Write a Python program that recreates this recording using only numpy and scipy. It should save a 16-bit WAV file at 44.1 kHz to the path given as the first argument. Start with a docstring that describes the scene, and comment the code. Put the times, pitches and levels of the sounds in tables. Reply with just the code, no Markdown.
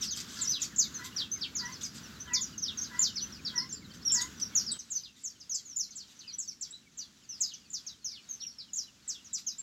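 """Leaves rustle over a far-off rumble and airy hiss, and at once small birds start chirping without pause:
quick, mostly falling whistles scattered by dense foliage, with a thin babble of others farther off.
A larger, more distant bird repeats a hoarse two-tone yelp, a throat rasp that locks into a pitch.
Halfway the yelps are over and the background drops abruptly, while the chirping goes on."""
import sys
import numpy as np
from scipy import signal
from scipy.fft import rfft, irfft, next_fast_len
from scipy.io import wavfile

SR = 44100
rng = np.random.default_rng(int(sys.argv[2]) if len(sys.argv) > 2 else 0)


def master_out(mix):
    """Clip the mix to full scale and print it as 16-bit PCM to the path in sys.argv[1]."""
    frames = np.transpose(np.atleast_2d(mix))
    ceiling = np.clip(frames, -1, 1)
    pcm = np.round(ceiling * 32767).astype(np.int16)
    wavfile.write(sys.argv[1], SR, pcm)


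N = 424241
TIME = np.arange(N) / SR
DROP_S = 4.775   # rumble, air and distant flock all get quieter here
CUTOFF_HZ = 15800


def from_db(db):
    """Decibels to gain."""
    return 10 ** (np.asarray(db) / 20)


def unit_power(x):
    """Scale to an RMS of 1."""
    return x / np.sqrt(np.mean(x ** 2) + 1e-20)


def add(track, start_s, sound):
    """Mix a sound into a track from a given time."""
    at = max(0, round(start_s * SR))
    track[..., at:at + sound.shape[-1]] += sound[..., :max(0, N - at)]


def progress(length_s):
    """A ramp from 0 to 1 over the length of a note."""
    return np.linspace(0, 1, int(max(length_s, .005) * SR))


def soft_edges(u, rise, fall):
    """A gate that fades in and out over given shares of a note."""
    return np.sin(np.pi / 2 * np.clip(np.minimum(u / rise, (1 - u) / fall), 0, 1)) ** 2


def drift(rate_hz, size):
    """Smooth random modulation with a spread of about 1."""
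    knots = rng.standard_normal(int(size * rate_hz / SR) + 2)
    return np.interp(np.arange(size) * rate_hz / SR, np.arange(len(knots)), knots)


def coloured_noise(eq_curve):
    """Noise of unit power shaped by an EQ curve."""
    hz, db = np.transpose(eq_curve)
    size = next_fast_len(N)
    bins_hz = np.maximum(np.fft.rfftfreq(size, 1 / SR), 1)
    gain = from_db(np.interp(np.log(bins_hz), np.log(hz), db))
    return unit_power(irfft(rfft(rng.standard_normal(size)) * gain, size)[:N])


# The crisp EQ of the leaves. Each row: frequency in Hz, gain in dB.
LEAF_EQ = [(1200, -9), (2500, -3.5), (3500, 6), (7000, 7), (9000, -9), (13000, -11), (16000, -38)]
# Cues for the rustles. Each row: start in seconds, length in seconds, relative level in dB.
RUSTLE_CUES = [(0, 0.078, -32.5), (0.133, 0.11, -33.5), (0.2, 0.41, -41), (0.589, 0.082, -33.5),
               (1.03, 0.049, -33), (1.804, 0.036, -34.5), (1.84, 0.036, -38.5), (1.923, 0.081, -42),
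               (3.932, 0.022, -43), (4.201, 0.031, -29), (4.397, 0.0086, -30), (5.137, 0.12, -52),
               (6.062, 0.09, -52), (9.366, 0.049, -43)]


def rustles(grain_db=4, trim_db=-9, band_count=6):
    """Short brushes of leaves: bursts of noise in which each band crackles on its own."""
    envelope = np.zeros(N)
    for start_s, length_s, db in RUSTLE_CUES:
        add(envelope, start_s, from_db(db) * soft_edges(progress(length_s), rise=.4, fall=.45))
    noise = coloured_noise(LEAF_EQ)
    edges_hz = np.geomspace(1200, CUTOFF_HZ, band_count + 1)
    crackle = np.zeros(N)
    for band_hz in zip(edges_hz, edges_hz[1:]):
        band = signal.sosfilt(signal.butter(2, band_hz, "band", fs=SR, output="sos"), noise)
        crackle += band * from_db(grain_db * np.clip(drift(350, N), -2, 2))
    return envelope * from_db(trim_db) * unit_power(crackle)


# EQ of the rumble, and of the air before and after the drop. 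Each row: frequency in Hz, gain in dB.
RUMBLE_EQ = [(20, -51.5), (35, -23), (62, -4.5), (120, -5), (220, -0.5), (400, -14.5), (750, -30.5),
             (3000, -61)]
EARLY_AIR_EQ = [(300, -13), (800, -9), (1500, 3.5), (2250, -7), (3500, -2.5), (7400, -6.5), (8700, -22),
                (11000, -18.5), (16000, -18)]
LATE_AIR_EQ = [(300, -9.5), (800, -9.5), (1500, -3.5), (2250, -7), (3500, -2.5), (7200, -4), (8700, -16.5),
               (16000, -24)]


def background(early_rumble_db=-52.5, late_rumble_db=-66.5, early_air_db=-55, late_air_db=-63.5):
    """The bed: far-off rumble and wavering air, both dropping halfway, over faint microphone hiss."""
    early = TIME < DROP_S
    rumble = from_db(np.where(early, early_rumble_db, late_rumble_db)) * coloured_noise(RUMBLE_EQ)
    swell = drift(10, N)
    early_air = from_db(early_air_db + 2.9 * swell) * coloured_noise(EARLY_AIR_EQ)
    late_air = from_db(late_air_db + 2 * swell) * coloured_noise(LATE_AIR_EQ)
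    hiss = from_db(-83.5) * rng.standard_normal(N)
    return rumble + np.where(early, early_air, late_air) + hiss


EDGE_S = 0.0052   # a whistle's attack and release


def whistle(length_s, pitches_hz, peak_at, fade_db=26, waver=.014, flutter_db=4.0):
    """A glide through three pitches, swelling up to the share peak_at of its length: tone and octave."""
    u = progress(length_s)
    hz = np.exp(np.polyval(np.polyfit([0, .5, 1], np.log(pitches_hz), 2), u))
    phase = 2 * np.pi * np.cumsum(hz * (1 + waver * drift(259.5, len(u)))) / SR
    swell = from_db(-fade_db * (u - peak_at) ** 2 + flutter_db * drift(178.2, len(u)))
    gate = soft_edges(u, rise=EDGE_S / length_s, fall=EDGE_S / length_s)
    octave_gain = np.exp(-((2 * hz - 12750) / 2300) ** 2)   # it carries only in one broad treble band
    return swell * gate * np.array([np.sin(phase), octave_gain * np.sin(2 * phase)])


# The small birds' main call, a whistle sliding down. 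Each row: start in seconds, length in seconds,
# opening pitch in Hz, closing pitch in Hz, relative peak level in dB.
SLIDE_CUES = [(0.008, 0.053, 6400.0, 4630, -38), (0.061, 0.087, 6500, 2970.0, -45.5),
              (0.106, 0.029, 6720, 5680, -34.5), (0.382, 0.052, 5340, 3010, -50),
              (0.41, 0.068, 8020, 4620, -38), (0.498, 0.079, 6710.0, 2920, -35.5),
              (0.614, 0.023, 7830, 4970, -33.0), (0.759, 0.01, 7900, 5770, -34.5),
              (0.78, 0.055, 7890, 4030, -27.5), (0.939, 0.035, 6790, 5800, -42),
              (1.161, 0.073, 6120, 2980, -37.0), (1.408, 0.051, 6040, 2500.0, -40),
              (1.55, 0.056, 7460, 4390, -35), (1.651, 0.02, 6570, 5000, -45),
              (1.721, 0.047, 6550, 4270.0, -49), (1.83, 0.022, 7200.0, 5300.0, -33),
              (2.317, 0.043, 2715, 2190, -52), (2.332, 0.038, 7530, 3830, -27),
              (2.407, 0.047, 7420, 5340.0, -35.0), (2.577, 0.016, 6760.0, 5500.0, -39.5),
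              (2.618, 0.048, 6470, 4670, -33.5), (2.678, 0.029, 4040, 3060, -41.0),
              (2.772, 0.035, 6760, 5170, -39.5), (2.825, 0.035, 7270, 4190, -41.5),
              (3.013, 0.068, 7610, 3340, -30.5), (3.155, 0.058, 6170, 3160, -40),
              (3.321, 0.048, 5920, 4350, -49), (3.448, 0.039, 5730, 3640, -34.5),
              (3.576, 0.026, 5890, 4680, -32), (3.689, 0.091, 6760, 4320, -50.0),
              (4.049, 0.083, 5835, 5330, -32), (4.093, 0.019, 4490, 2660.0, -47),
              (4.131, 0.065, 8090, 4150, -32), (4.412, 0.03, 6270, 5500, -36),
              (4.549, 0.056, 7220, 4820, -29), (4.662, 0.076, 5840, 3355, -40.5),
              (4.787, 0.026, 7060, 4600.0, -44.5), (4.901, 0.082, 7820, 4280, -42.5),
              (4.95, 0.025, 6690, 5700, -33), (5.031, 0.046, 5370, 2930, -50.0),
              (5.234, 0.063, 7870, 5020, -44), (5.398, 0.031, 7200, 4000, -52),
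              (5.494, 0.083, 6940.0, 4380, -41), (5.542, 0.031, 8220, 4960, -36),
              (5.649, 0.13, 7100, 5000, -52.5), (5.782, 0.055, 7280, 4560, -37.5),
              (5.905, 0.031, 7000, 3600, -54), (5.952, 0.081, 8360.0, 3420, -48.5),
              (6.188, 0.042, 7030, 2920, -54), (6.229, 0.097, 3180, 2180, -64.5),
              (6.274, 0.05, 5140, 3830, -50.5), (6.381, 0.064, 7980.0, 5080, -41.5),
              (6.475, 0.028, 6660, 5050, -42.5), (6.608, 0.049, 8200, 3630, -43),
              (6.972, 0.064, 7720, 3730.0, -45.5), (7.288, 0.074, 6410, 4840, -43.5),
              (7.403, 0.051, 8020, 4200, -34), (7.472, 0.066, 5350, 2580, -52.5),
              (7.534, 0.02, 7470, 3700, -44.5), (7.7, 0.011, 8140, 6650, -44.5),
              (7.728, 0.05, 7800, 3730, -41.5), (7.863, 0.031, 7170, 4130, -39.5),
              (8.043, 0.05, 6800, 4700, -38), (8.108, 0.079, 6270, 2640, -49.5),
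              (8.287, 0.064, 6730, 6000, -44.5), (8.394, 0.056, 5050, 2470, -55),
              (8.463, 0.036, 6000.0, 4900, -44.5), (8.582, 0.046, 5850, 3560, -46.5),
              (8.731, 0.017, 7350, 6100, -38.5), (8.756, 0.063, 7660, 4550, -37.5),
              (9.076, 0.05, 8400, 4180, -38.5), (9.145, 0.024, 3830, 3020, -53.0),
              (9.243, 0.037, 7120, 5360, -54), (9.328, 0.047, 8200, 4280, -38.5),
              (9.463, 0.049, 7320, 4270, -39)]
# Their other call, a short peep that lifts to one pitch and holds it.
# Each row: start in seconds, length in seconds, held pitch in Hz, relative peak level in dB.
PEEP_CUES = [(0.47, 0.047, 6070, -32.5), (1.313, 0.031, 6240, -34.5), (2.199, 0.026, 6150, -46),
             (2.81, 0.021, 6410, -40), (2.99, 0.01, 7170, -23), (3.203, 0.053, 6070, -43),
             (3.554, 0.023, 5880, -36.5), (3.724, 0.013, 7270, -34), (4.117, 0.024, 7430, -32.5),
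             (4.214, 0.013, 6720, -35), (4.714, 0.0091, 7950, -30.5), (5.759, 0.0197, 7050, -36.5),
             (6.321, 0.037, 5920, -51), (6.704, 0.013, 7710, -49.5), (6.724, 0.025, 3974, -50),
             (8.403, 0.049, 5620.0, -45.5), (9.58, 0.021, 7350, -45.5)]


def near_birds(hook_s=0.0499, hook_db=-18):
    """Close birds whistle peeps and slides that trail off in a soft hook: a tone and an octave track."""
    sag, hook_fall, lift, droop = 0.0207, .15, 0.0684, 0.0071   # bends, as shares of the pitch
    out = np.zeros((2, N))
    for start_s, length_s, start_hz, end_hz, db in SLIDE_CUES:
        middle_hz = np.sqrt(start_hz * end_hz) * (1 - sag)   # the fall is steepest at first
        slide = whistle(length_s, [start_hz, middle_hz, end_hz], peak_at=0.25)
        add(out, start_s, from_db(db) * slide)
        hook_hz = end_hz * (1 - hook_fall * np.array([0, .7, 1]))   # sinks on and flattens out
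        hook = whistle(hook_s, hook_hz, peak_at=0)
        add(out, start_s + length_s - EDGE_S, from_db(db + hook_db) * hook)
    for start_s, length_s, hz, db in PEEP_CUES:
        peep = whistle(length_s, [hz * (1 - lift), hz, hz * (1 - droop)], peak_at=0.38)
        add(out, start_s, from_db(db) * peep)
    return out


def scatter(x, t60_s, build_s, uneven_db=7):
    """Foliage reverb: many small, uneven echoes off leaves and trunks build up and die away."""
    t = np.arange(SR) / SR
    reflections = rng.standard_normal(SR) * from_db(uneven_db * np.clip(drift(3000, SR), -2, 2))
    echoes = reflections * from_db(-60 * t / t60_s) * (1 - np.exp(-t / build_s))
    return signal.fftconvolve(x, echoes / np.linalg.norm(echoes))[:N]


def far_birds(count, softest_db, low_hz, high_hz, mean_length_s=0.052, range_db=8, bend=0.1392):
    """Birds farther off: a thin babble of faint falling whistles, each starting at a random pitch."""
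    out = np.zeros(N)
    for slot, (when, height, loud, length, fall, arch) in enumerate(rng.random((count, 6))):
        start_hz = low_hz + height * (high_hz - low_hz)
        end_ratio = .9 - .3 * fall
        middle_ratio = np.sqrt(end_ratio) * (1 + bend * (arch - .5))
        pitches_hz = start_hz * np.array([1, middle_ratio, end_ratio])
        tone, _ = whistle(mean_length_s * (.5 + length), pitches_hz, peak_at=1)
        start_s = (slot + when) / count * N / SR
        add(out, start_s, from_db(softest_db + range_db * loud) * tone)
    return out


def resonance(x, hz, width_hz):
    """A two-pole resonance with gain 1 at its top."""
    r = np.exp(-np.pi * width_hz / SR)
    feedback = [1, -2 * r * np.cos(2 * np.pi * hz / SR), r * r]
    return signal.lfilter(np.array([1, 0, -1]) * (1 - r * r) / 2, feedback, x)


# The larger bird's throat resonances. Each row: centre in Hz, width of one filter pass in Hz, gain in dB.
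THROAT_FORMANTS = [(1414, 170, 1), (1663, 72, 8)]


def throat_rasp(u, decay_db=13):
    """The hoarse attack of a yelp: fading breath noise, passed twice through each throat resonance."""
    breath = rng.standard_normal(len(u))
    rasp = sum(from_db(db) * resonance(resonance(breath, hz, width_hz), hz, width_hz)
               for hz, width_hz, db in THROAT_FORMANTS)
    return from_db(-decay_db * u) * unit_power(rasp) * soft_edges(u, rise=0.15, fall=0.37)


# Cues for the larger bird's yelps. Each row: start in seconds, length in seconds, relative level in dB.
YELP_CUES = [(0.37, 0.12, -54), (0.986, 0.097, -46.5), (1.603, 0.12, -42.5), (2.265, 0.14, -44),
             (2.907, 0.113, -44.5), (3.531, .12, -43.5), (4.142, .12, -42)]
# The contour of one yelp. Each row: share of its length, pitch ratio, relative level of the fundamental
# in dB, relative level of the octave in dB.
YELP_CONTOUR = [(0, 1.06, -12, -20), (.12, 1.025, -3, -5), (.35, .99, -1, 3), (.6, 1.02, -3, 1),
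                (.82, 1.07, -3, -3), (1, 1.11, -12, -22)]


def yelping_bird(base_hz=981.3, drop_hz_per_db=4, waver=0.011, third_db=-22, tone_db=-1, rasp_db=-47):
    """Each yelp starts as a rasp in the throat, then locks into a tone that dips and rises."""
    out = np.zeros(N)
    shares, *curves = np.transpose(YELP_CONTOUR)
    mean_db = np.mean([db for _, _, db in YELP_CUES])
    for start_s, length_s, db in YELP_CUES:
        u = progress(length_s)
        pitch_hz = base_hz - drop_hz_per_db * (db - mean_db)   # stronger yelps lie lower
        ratio, fundamental_db, octave_db = (np.interp(u, shares, curve) for curve in curves)
        phase = 2 * np.pi * np.cumsum(pitch_hz * ratio * (1 + waver * drift(280, len(u)))) / SR
        overtones = np.sin(2 * phase) + from_db(third_db) * np.sin(3 * phase)
        tone = from_db(fundamental_db) * np.sin(phase) + from_db(octave_db) * overtones
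        add(out, start_s, from_db(db + tone_db) * tone * soft_edges(u, rise=0.064, fall=0.0099))
        add(out, start_s - 0.014, from_db(rasp_db) * throat_rasp(u))   # equally strong in every yelp
    return out


def scene():
    """The mix: close sounds and yelps play dry plus foliage reverb; the far small birds are fully wet."""
    tones, octaves = near_birds()
    near = from_db(5) * tones + rustles()
    leaves = scatter(near, t60_s=.17, build_s=.0015, uneven_db=6)
    trees = from_db(-17) * scatter(near, t60_s=0.46, build_s=0.006)
    octave_echoes = scatter(octaves, t60_s=0.27, build_s=0.0012)
    sheen = from_db(-25.5) * octaves + from_db(-20) * octave_echoes   # arrives mostly off the leaves
    flock = far_birds(count=190, softest_db=-65, low_hz=4100, high_hz=7700)
    flock += far_birds(count=60, softest_db=-67, low_hz=2400, high_hz=4600)
    flock_boost_db = np.where(TIME < DROP_S, 8, 0)
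    distant = from_db(flock_boost_db) * scatter(flock, t60_s=0.052, build_s=0.0022)
    low_voices = far_birds(count=60, softest_db=-72, low_hz=2480, high_hz=4260, mean_length_s=.075)
    farthest = scatter(low_voices, t60_s=0.09, build_s=0.0024)
    yelps = yelping_bird()
    yelping = from_db(-3.5) * yelps + from_db(-4) * scatter(yelps, t60_s=0.14, build_s=0.014)
    return (near + leaves + trees + sheen + distant + farthest + yelping + background())[None]


def record(dry):
    """A steep low-pass takes off the very top."""
    return signal.sosfilt(signal.ellip(10, .1, 80, CUTOFF_HZ, fs=SR, output="sos"), dry)


dry = scene()
out = record(dry)
master_out(out)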